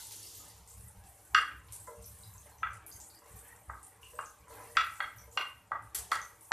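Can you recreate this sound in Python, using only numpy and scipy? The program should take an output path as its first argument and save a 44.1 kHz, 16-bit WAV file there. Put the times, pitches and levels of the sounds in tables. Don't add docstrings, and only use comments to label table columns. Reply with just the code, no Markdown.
import sys
import numpy as np
from scipy import signal
from scipy.fft import rfft, irfft, next_fast_len
from scipy.io import wavfile
from scipy.ndimage import uniform_filter1d

SR = 44100
rng = np.random.default_rng(int(sys.argv[2]) if len(sys.argv) > 2 else 0)


def file_out(sig):
    cols = np.atleast_2d(sig).T
    lim = np.clip(cols, -1, 1)
    pcm = np.round(lim * 32767).astype(np.int16)
    wavfile.write(sys.argv[1], SR, pcm)


def elevation(decibels):
    levels = np.asarray(decibels, float)
    return 10 ** (levels / 20)


N = 287701


def unit(x):
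    return x / np.sqrt(np.mean(x ** 2) + 1e-20)


def along(points, hz):
    f, v = np.transpose(points)
    return np.interp(np.log(hz + 1), np.log(f + 1), v)


def filtered(x, points):
    size = next_fast_len(x.shape[-1] + SR // 4)
    gain = elevation(along(points, np.fft.rfftfreq(size, 1 / SR)))
    return irfft(rfft(x, size) * gain, size)[..., :x.shape[-1]]


def rush(spectrum, patchy_db, bins, frames):
    z = signal.stft(rng.standard_normal((2, N)), nperseg=512)[2]
    field = uniform_filter1d(rng.standard_normal(z.shape[1:]), bins, 0)
    field = uniform_filter1d(field, frames, 1)
    noise = signal.istft(z * elevation(patchy_db * unit(field)), nperseg=512)[1][:, :N]
    return unit(filtered(noise, spectrum))


def crackle(spectrum, share, size_db, bins, fade_s):
    z = signal.stft(rng.standard_normal((2, N)), nperseg=256)[2]
    pops = (rng.random(z.shape[1:]) < share) * elevation(size_db * rng.exponential(size=z.shape[1:]))
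    pops = bins * uniform_filter1d(pops, bins, 0)
    gain = 1 + signal.lfilter([1], [1, -np.exp(-128 / (fade_s * SR))], pops, axis=1)
    noise = signal.istft(z * gain, nperseg=256)[1][:, :N]
    return unit(filtered(noise, spectrum))


def swells(starts, holds, peak_db, rest_db, attack_s, release_db_per_s):
    knots = np.arange(0, N, 64)
    t = knots / SR - np.array(starts)[:, None]
    after_hold = np.clip(t - np.array(holds)[:, None], 0, None)
    shape = np.clip(t / attack_s, 0, 1) * elevation(-release_db_per_s * after_hold)
    power = elevation(2 * rest_db) + (elevation(peak_db) ** 2) @ shape ** 2
    return np.interp(np.arange(N), knots, np.sqrt(power))


def ring(hz, db, t60, rise):
    t = np.arange(SR // 8) / SR
    return elevation(db - 60 * t / t60) * (1 - np.exp(-t * hz / rise)) ** 2 * np.sin(2 * np.pi * hz * t)


# freq_hz, t60_s
KITCHEN = [(300, 0.51), (900, 0.34), (1400, 0.37), (2000, 0.39), (2800, 0.37), (5000, 0.27), (9000, 0.35),
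           (14000, 0.15)]
# freq_hz, gain_db
BAND_EDGE = [(14240, 0), (14300, -40), (14500, -65)]


def kitchen_tail():
    clumps_db, clump_s = 1.2, 0.005
    near_gap, gap_s = 0.31, 0.011
    hz, t, z = signal.stft(rng.standard_normal((2, 3 * SR // 8)), SR, nperseg=256)
    decay_db = along(BAND_EDGE, hz + 60)[:, None] - 60 * t / along(KITCHEN, hz)[:, None]
    tail = signal.istft(z * elevation(decay_db), SR, nperseg=256)[1]
    late = np.arange(tail.shape[1]) / SR
    tail = tail * np.clip(late / 0.00064, 0, 1)
    tail = tail * (1 + 0.85 * np.exp(-((late - 0.039) / 0.003) ** 2))
    clumps = np.interp(late / clump_s, np.arange(200), rng.standard_normal(200))
    return tail * elevation(clumps_db * clumps) * (1 - near_gap * np.exp(-late / gap_s))


def add(out, s, sound, room_db, side_db):
    tail = kitchen_tail()
    wet = elevation(room_db) * signal.fftconvolve(sound[None], tail / np.linalg.norm(tail[0]), axes=1)
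    wet[:, :len(sound)] += sound * [[1], [elevation(side_db)]]
    seat = out[:, round(s * SR):][:, :wet.shape[1]]
    seat += wet[:, :seat.shape[1]]


# freq_hz, density_db_per_hz
HOB = [(22, -21.5), (30, -18.5), (48, -16), (64, 3.5), (85, -11.5), (106, 1), (125, -14), (155, -19),
       (190, -13.5), (240, -43)]
# start_s, hold_s, level_db
GUSTS = [(-.03, 0.73, -70), (0.354, 0.57, -62), (0.75, 0.11, -55), (0.936, 0.044, -52), (1.295, 0.081, -59),
         (1.51, 0.33, -59), (1.959, 0.31, -55.5), (2.258, 0.14, -54.5), (2.573, 0.19, -55),
         (2.89, 0.083, -58), (3.29, 0.064, -55), (3.658, 0.068, -56.5), (3.955, 0.22, -63),
         (4.38, 0.045, -58), (4.495, 0.29, -62), (4.834, 0.079, -61), (5.02, 0.039, -61),
         (5.13, 0.14, -59.5), (5.503, 0.049, -59.5), (5.695, 0.18, -58.5), (5.964, 0.029, -52),
         (6.108, 0.066, -66)]


def burner():
    gain = swells(*np.transpose(GUSTS), rest_db=-66.5, attack_s=0.035, release_db_per_s=118)
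    return gain * rush(HOB, patchy_db=2.5, bins=1, frames=4)


# freq_hz, density_db_per_hz
RUSTLE = [(900, -41.5), (1200, -2), (1700, -1.5), (2300, -4.5), (3200, -10.5), (4500, -21.5), (7000, -36.5)]
# freq_hz, density_db_per_hz
MURK = [(120, -23.5), (200, -14), (328, -3.5), (371, -16), (398, -6), (477, -1), (524, -20), (571, -1.5),
        (679, -11), (763, -1.5), (1140, -6), (1230, -12.5), (1300, -15.5), (1690, -54), (2860, -120)]
# start_s, hold_s, rustle_db, shove_over_rustle_db
DRAGS = [(-.03, 0.037, -62, -24), (0.384, 0.13, -80.5, 17), (1.333, 0.016, -65, 17.5),
         (1.483, 0.046, -56.5, -10), (1.67, 0.12, -71.5, 3), (2.451, 0.027, -66.5, 4),
         (2.706, 0.21, -67.5, 4), (2.965, 0.036, -69.5, 6.5), (3.263, 0.32, -67, 1), (4.178, 0.062, -67, 7),
         (4.52, 0.133, -61.5, 4.5), (4.751, 0.035, -59.5, -1), (4.837, 0.027, -61, -24),
         (5.082, 0.16, -69, -6), (5.925, 0.083, -66, 4.5), (6.107, 0.038, -48.5, -23)]


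def drags():
    start, hold, rustle_db, over_db = np.transpose(DRAGS)
    attack_s, release_db_per_s = 0.0088, 133.5
    rustle = swells(start, hold, rustle_db, -71.5, attack_s, release_db_per_s)
    shove = swells(start, hold, rustle_db + over_db, -66.5, attack_s, release_db_per_s)
    out = rustle * rush(RUSTLE, patchy_db=4.0, bins=2, frames=8)
    return out + shove * rush(MURK, patchy_db=4.5, bins=1, frames=27)


# freq_hz, density_db_per_hz
FINE = [(2940, -50), (5000, -21), (5580, -10), (6950, -4.5), (8290, 1.5), (10100, 1), (11600, -1),
        (13700, -2), (14300, -13)]
# freq_hz, density_db_per_hz
COARSE = [(1060, -59), (1800, -29), (2030, -14.5), (2360, -22), (2760, -8), (4010, -4.5), (7000, -2.5),
          (9100, -23.5), (15400, -120)]
# start_s, hold_s, fine_db, coarse_below_fine_db
FLARES = [(-.05, 0.089, -48.5, 4), (0.102, 0.28, -53.5, 2), (0.667, 0.2, -60, 19), (1.047, 0.38, -61.5, 14),
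          (1.655, .05, -67, 10), (1.702, 0.121, -58, 11.5), (2.007, 0.25, -57.5, 13.5),
          (2.4, 0.068, -64.5, 8), (2.873, 0.19, -58, 44), (3.267, 0.061, -60, 21), (3.347, 0.14, -59, 19.5),
          (3.741, 0.16, -66, 10), (4.006, 0.25, -61.5, 9), (4.483, 0.5, -58.5, 9.5),
          (5.162, 0.072, -65.5, 11), (5.314, 0.019, -58.5, 9), (5.832, 0.052, -70, 18),
          (5.947, 0.038, -66, -7.5), (6.11, 0.13, -59.5, 13), (6.414, 0.13, -60, 19.5)]


def frying():
    start, hold, fine_db, under_db = np.transpose(FLARES)
    attack_s, sink_db_per_s = 0.018, 47.5
    fine = swells(start, hold, fine_db, -82, attack_s, sink_db_per_s)
    coarse = swells(start, hold, fine_db - under_db, -81.5, attack_s, sink_db_per_s)
    oil = fine * crackle(FINE, share=0.0041, size_db=2.0, bins=15, fade_s=0.0091)
    oil += coarse * crackle(COARSE, share=0.0011, size_db=1.5, bins=7, fade_s=0.024)
    return filtered(oil, BAND_EDGE)


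# pitch_hz, level_db, t60_s
POT = [(469, -5, 0.097), (594, -8, 0.12), (1003, 6, 0.049), (899, -16, 0.2), (1330, -1.5, 0.032),
       (1646, -3, 0.028), (2054, -10.5, 0.038)]
# start_s, level_db, low_hum_db
DROPS = [(1.8722, -44.5, -47), (1.878, -48.5, -36.5), (1.899, -61, -40), (2.191, -67, -58),
         (2.348, -58, -79.5), (2.516, -59, -83), (3.218, -56, -58), (3.256, -61, -49.5), (3.297, -67, -66),
         (3.424, -72, -52), (4.131, -59, -41.5), (4.17, -75, -49), (4.47, -56, -61), (4.479, -54, -61),
         (4.498, -62, -41), (4.507, -47, -56), (4.524, -62, -52), (4.551, -72, -45), (4.582, -48, -42.5),
         (4.6, -48.5, -64), (4.634, -54, -44.5), (4.651, -73, -82), (4.663, -75, -58), (4.699, -62, -48),
         (5.272, -63, -48.5), (5.332, -74, -56)]


def drops():
    out = np.zeros((2, N))
    for s, db, hum_db in DROPS:
        wall = 0
        for hz, mode_db, t60 in POT:
            landing_db = hum_db if hz < 700 else db
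            wall = wall + ring(hz, landing_db + mode_db + 0.5 + rng.normal(0, 0.43), t60, rise=1.9)
        add(out, s, wall, room_db=-1.0, side_db=-6)
    return out


# start_s, level_db, centre_hz, length_cycles
SPITS = [(0.11, -27, 5460, 1.5), (0.2464, -56, 12400, 2), (0.676, -36, 8270, 3.9), (0.702, -35, 7850, 4.2),
         (1.039, -36, 8000, 1.1), (1.1003, -56, 13300, 2), (1.1647, -55, 9700, 3.9),
         (1.2526, -71, 8140, 1.8), (1.349, -29.5, 10500, 3.4), (1.685, -41, 3270, 1.2),
         (1.7238, -21, 9900, 2.9), (1.7264, -28, 10500, 2.1), (1.733, -39, 11000, 2.3),
         (1.8706, -38.5, 7800, 4), (2.0218, -41, 12540, 1.8), (2.062, -31, 12000, 8),
         (2.4994, -35, 12800, 1.8), (2.733, -34, 8800, 2.8), (2.8645, -25, 11600, 4),
         (3.0015, -30.5, 7340, 4), (3.008, -39, 6950, 3.1), (3.016, -46, 7500, 3.3),
         (3.26, -36.5, 8400, 1.2), (3.705, -48, 7900, 8.6), (3.8304, -31, 9140, 5.1),
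         (4.0148, -54.5, 11400, 2), (4.483, -42, 8700, 5.8), (4.9581, -38, 7900, 5.8),
         (5.163, -35, 13000, 5.5), (5.3142, -42, 7100, 7.8), (5.8243, -42, 9300, 4),
         (6.1157, -20.5, 9000, 1.1), (6.118, -20, 7040, 1.53), (6.4097, -35.5, 9450, 5.2)]
# start_s, level_db, pitch_hz, length_cycles
BUBBLES = [(2.043, -34, 5800, 4.7), (2.2337, -49, 3950, 21), (2.236, -50, 4900, 14),
           (2.38, -42.5, 6350, 11.5), (2.52, -60, 4170, 18), (2.584, -47, 6130, 11), (2.707, -56, 6100, 22),
           (2.915, -41.5, 4880, 11), (2.9244, -41, 6450, 22), (3.101, -39, 4560, 4.6),
           (3.1478, -47, 4800, 12), (4.2586, -33.5, 6400, 4.9), (4.51, -62, 4330, 27),
           (5.184, -42.5, 5860, 16), (6.13, -49, 6900, 15), (6.137, -56, 8000, 13),
           (6.216, -35, 6260, 13.4),
           (1.801, -37, 8220, 12), (2.1494, -44, 9900, 15), (2.188, -43.5, 8600, 15),
                (2.338, -40, 7400, 8.4), (3.001, -38, 7000, 11.8), (3.3774, -47, 8350, 14),
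                (4.0617, -58, 10600, 12), (4.154, -40.5, 8470, 14), (4.211, -31, 8000, 4.4),
           (0.401, -52, 1240, 9.3), (1.058, -58, 766, 9.5), (1.682, -66, 1410, 5.2),
               (3.49, -44, 1880, 6.7), (3.92, -56, 1940, 8.8), (4.0306, -38.5, 2800, 7.2),
           (4.752, -38, 1900, 8.7),
    (5.951, -50, 1820, 3.7),
]


def spits():
    out = np.zeros((2, N))
    for s, db, hz, cycles in SPITS:
        spit = ring(hz, db + 13.0, 1.6 * cycles / hz, rise=0.29 * cycles)
        add(out, s, spit, room_db=6.5, side_db=-10.5)
    for s, db, hz, cycles in BUBBLES:
        add(out, s, ring(hz, db, 4.0 * cycles / hz, rise=1.12), room_db=3.5, side_db=-20)
    return out


# freq_hz, density_db_per_hz
SPRAY = [(710, -24), (1200, -9), (1910, -5), (2190, -13), (3560, -7), (4810, -6), (5990, -4), (12500, 1.5),
         (14300, -13)]
# start_s, level_db
BURSTS = [
    (5.9462, -36.5),
    (5.9482, -30.5),
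    (5.9502, -27),
    (5.9522, -32.5),
    (5.9552, -31),
    (5.9572, -30.5),
    (5.9595, -34),
]


def sputter():
    out = np.zeros((2, N))
    size = round(0.0024 * SR)
    for s, db in BURSTS:
        grains = rng.standard_normal(size) * elevation(2.8 * rng.standard_normal(size))
        grains = grains * signal.windows.tukey(size, 0.6)
        spray = filtered(np.pad(unit(grains), SR // 100), SPRAY)
        add(out, s - 0.01, elevation(db) * spray, room_db=-0.5, side_db=-9.5)
    t = np.arange(N) / SR - BURSTS[1][0]
    hiss = (t > 0) * elevation(-46 - 60 * np.abs(t) / 0.44)
    return out + hiss * rush(SPRAY, patchy_db=0.0, bins=9, frames=3)


def scuff(db, dull_db_per_khz):
    t = np.arange(SR // 8) / SR
    low_hz, t60 = 1300, 0.0048
    burst = elevation(db - 60 * t / t60) * (1 - np.exp(-t / 0.0008)) * rng.standard_normal(len(t))
    dulling = [(1000 * khz, -dull_db_per_khz * (khz - 1.5)) for khz in (2, 3, 4, 6, 8, 12)]
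    return filtered(burst, [(0.55 * low_hz, -40), (low_hz, 0)] + dulling)


def blade(hz, db, second_db, twin, twin_db, swell, t60):
    wood = ring(hz, db + 9.5, t60, rise=swell)
    wood += ring(twin * hz, db + twin_db, t60, rise=swell)
    wood += ring(1570, db + second_db + 6.5, 0.012, rise=4.5)
    return signal.sosfilt(signal.butter(6, 0.86 * hz, "high", fs=SR, output="sos"), wood)


# pitch_hz, level_db, t60_s
PLATE = [
    [(1940, 2.5, 0.02), (2133, -5.5, 0.034), (2327, -6, 0.011)],
    [(2796, 8.5, 0.069)],
    [(3314, -8, 0.033), (3416, -4, 0.0237), (3750, -6, 0.017), (4227, -9.5, 0.019)],
    [(4380, 1.5, 0.029), (4820, 3.5, 0.012)],
    [(5794, 6, 0.018), (7300, 4, 0.0074), (7570, 0, 0.011)],
]


def reach_db(hz, plate_db, soft):
    khz = (hz - PLATE[0][0][0]) / 1000
    return plate_db - (4 + soft * khz) * khz


def plate(plate_db, soft, bell_db, spot):
    modes = [(family[0][0], *mode) for family in PLATE[:1] + PLATE[2:] for mode in family]
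    (bell_hz, bell_gain_db, bell_t60), = PLATE[1]
    glaze = ring(bell_hz, bell_db + bell_gain_db, bell_t60, rise=2.1)
    for (family_hz, hz, db, t60), spot_db in zip(modes, spot):
        glaze += ring(hz, reach_db(family_hz, plate_db, soft) + db + spot_db + 5, t60, rise=2.7)
    return glaze


# start_s, level_db, blade_pitch_hz, low_plate_mode_db, thud_db
TAPS = [
    (1.3465, -1.5, 1312, -5, -55.5),
    (2.6312, -12.5, 1323, -29, -62),
    (3.6946, -22, 1144, -3.5, -16),
    (4.1875, -21.5, 1117, 3, -12),
    (4.7692, -4.5, 1310, -22, -36),
    (5.0038, -15.5, 1326, 5, -21),
    (5.3734, -18.5, 1050, 7.5, -16),
    (5.7177, -15.5, 1193, -2, -17),
    (6.117, -12.5, 1170, 2, -18.5),
    (6.5181, 2.5, 1250, 0.5, -28.5),
]
# plate_db, softness_db_per_khz2, rim_bell_db, crack_db, first_touch_db
CONTACTS = [(-19, 0.18, -29, -24.5, -58.5), (-34.5, 3.5, -55, -39, -38), (-43, 23, -89, -72, -50),
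            (-47.5, 2, -56, -48, -62), (-18.5, 0.87, -38, -22.5, -39), (-27, 2, -54, -50, -35),
            (-24, 1.48, -32.5, -30.5, -36.5), (-36.5, 9.5, -83, -64, -37.5), (-24.5, .5, -55, -42, -38),
            (-29.5, -.5, -41, -50, -27.5)]
SPOT_LOW = [(-0.5, -2, 0.5, 3, -2), (0.5, -1, 13.5, 2, 4.5), (-1, -6, -1, -3, -.5), (-2, 2.5, 2, -10, -6),
            (0.5, -5, 10, -5, 4.5), (-0.5, 1.5, 4, 6.5, -15), (-4.5, -2, -8, 1, -7), (4, -11, -3, -8, 5),
            (3, -1.5, 4, 1.5, -2), (2.5, 3.5, 4, -6, 3)]
SPOT_HIGH = [(-5.5, -11.5, -3.5, 2, -0.5), (-11, -13, -1, -10, -.5), (-4, -8, .5, -3, -.5),
             (2, -2, 5, 5, 3), (3, 2, -5.5, 2.5, 6), (-1.5, -10, 1.5, -12, -6), (-2, 5.5, -8, 3, 12.5),
             (-.5, 3, 10, 5, 3), (-1, -3, 0, 0.5, -2), (10.5, 6, 2, -1.5, -1.5)]
# twin_over_pitch, twin_db, swell_cycles, t60_s, first_touch_hz
GRIPS = [(1.11, 7, 1.95, 0.01, 680), (1.163, 2, 2.27, 0.012, 950), (1.06, 6.5, 2.6, 0.0095, 820),
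         (1.085, 12, 3.3, 0.016, 1100), (1.12, -3, 2.4, 0.016, 690), (1.1, 5, 1.88, 0.0092, 1100),
         (1.09, 3, 2.1, 0.025, 610), (1.075, -1, 2.2, 0.0095, 740), (1.095, 8.5, 2.1, 0.011, 730),
         (1.109, 2.5, 2.43, 0.017, 970)]
# level_db, dulling_db_per_khz
SCUFFS = [(-23, 4), (-40, 9), (-50, 14), (-48, 12), (-17, 10), (-40, 7), (-34, 5), (-42, 14), (-29, 0),
          (-29, 4)]
# gap_s, corner_db, flat_db, room_db
LANDINGS = [(0.002484, -10.5, -1.5, -2), (0.00207, -0.5, -18, -0.5), (0.00309, -13, -0.5, -1.5),
            (0.00195, -15, -1, -3), (0.001174, -3.5, 1.5, -2), (0.00147, 0, -7.5, -2),
            (.0015, -3, -3, -0.5), (0.00096, 1.5, -14, -1.5), (0.00219, -10.5, 1, -2),
            (0.00113, -8, -2.5, 3)]


def taps():
    out = np.zeros((2, N))
    bell_hz = PLATE[1][0][0]
    for tap, contact, low, high, grip, rub, landing in zip(
            TAPS, CONTACTS, SPOT_LOW, SPOT_HIGH, GRIPS, SCUFFS, LANDINGS):
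        s, db, hz, second_db, thud_db = tap
        plate_db, soft, bell_db, crack_db, touch_db = contact
        twin, twin_db, swell, t60, touch_hz = grip
        gap, corner_db, flat_db, room_db = landing
        wood = blade(hz, db, second_db, twin, twin_db, swell, t60)
        wood += ring(893, db + thud_db + 13.0, 0.012, rise=0.92)
        wood += ring(637, db + thud_db, 0.021, rise=1.0)
        wood = elevation(corner_db) * wood + elevation(flat_db) * np.roll(wood, round(gap * SR))
        glaze = plate(plate_db, soft, bell_db, [*low, *high, high[-1], high[-1]])
        crack = ring(2498, crack_db + 17.5, 0.0076, rise=2.9)
        crack += ring(5300, reach_db(5300, plate_db, soft) - 8, 0.00086, rise=0.6)
        add(out, s - 0.0004, wood + glaze + crack + scuff(*rub), room_db=room_db, side_db=-14.0)
        first_touch = ring(touch_hz, touch_db + 5, 0.008, rise=0.49)
        add(out, s - 0.007, first_touch, room_db=6.5, side_db=-11.5)
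        seat = out[0, round((s - 0.0004) * SR):][:SR // 8]
        seat += ring(bell_hz, bell_db - 4, 0.15, rise=7.3)[:len(seat)]
    return out


# freq_hz, side_over_mid_db
WIDTH = [(60, -55), (110, -41), (200, -41.5), (380, -36), (690, -60), (1280, -44), (2350, -53),
         (4330, -17.5), (7980, -5), (14700, -4.5)]


def scene():
    mid, side = burner() + drags() + frying() + drops() + spits() + sputter() + taps()
    side = filtered(side, WIDTH)
    return np.array([mid + side, mid - side])


def low_pass(x):
    return signal.sosfilt(signal.butter(12, 15310, fs=SR, output="sos"), x)


def record(dry):
    mix = filtered(dry, [(14300, -0.5), (14500, -21)])
    return low_pass(mix)


dry = scene()
out = record(dry)
file_out(out)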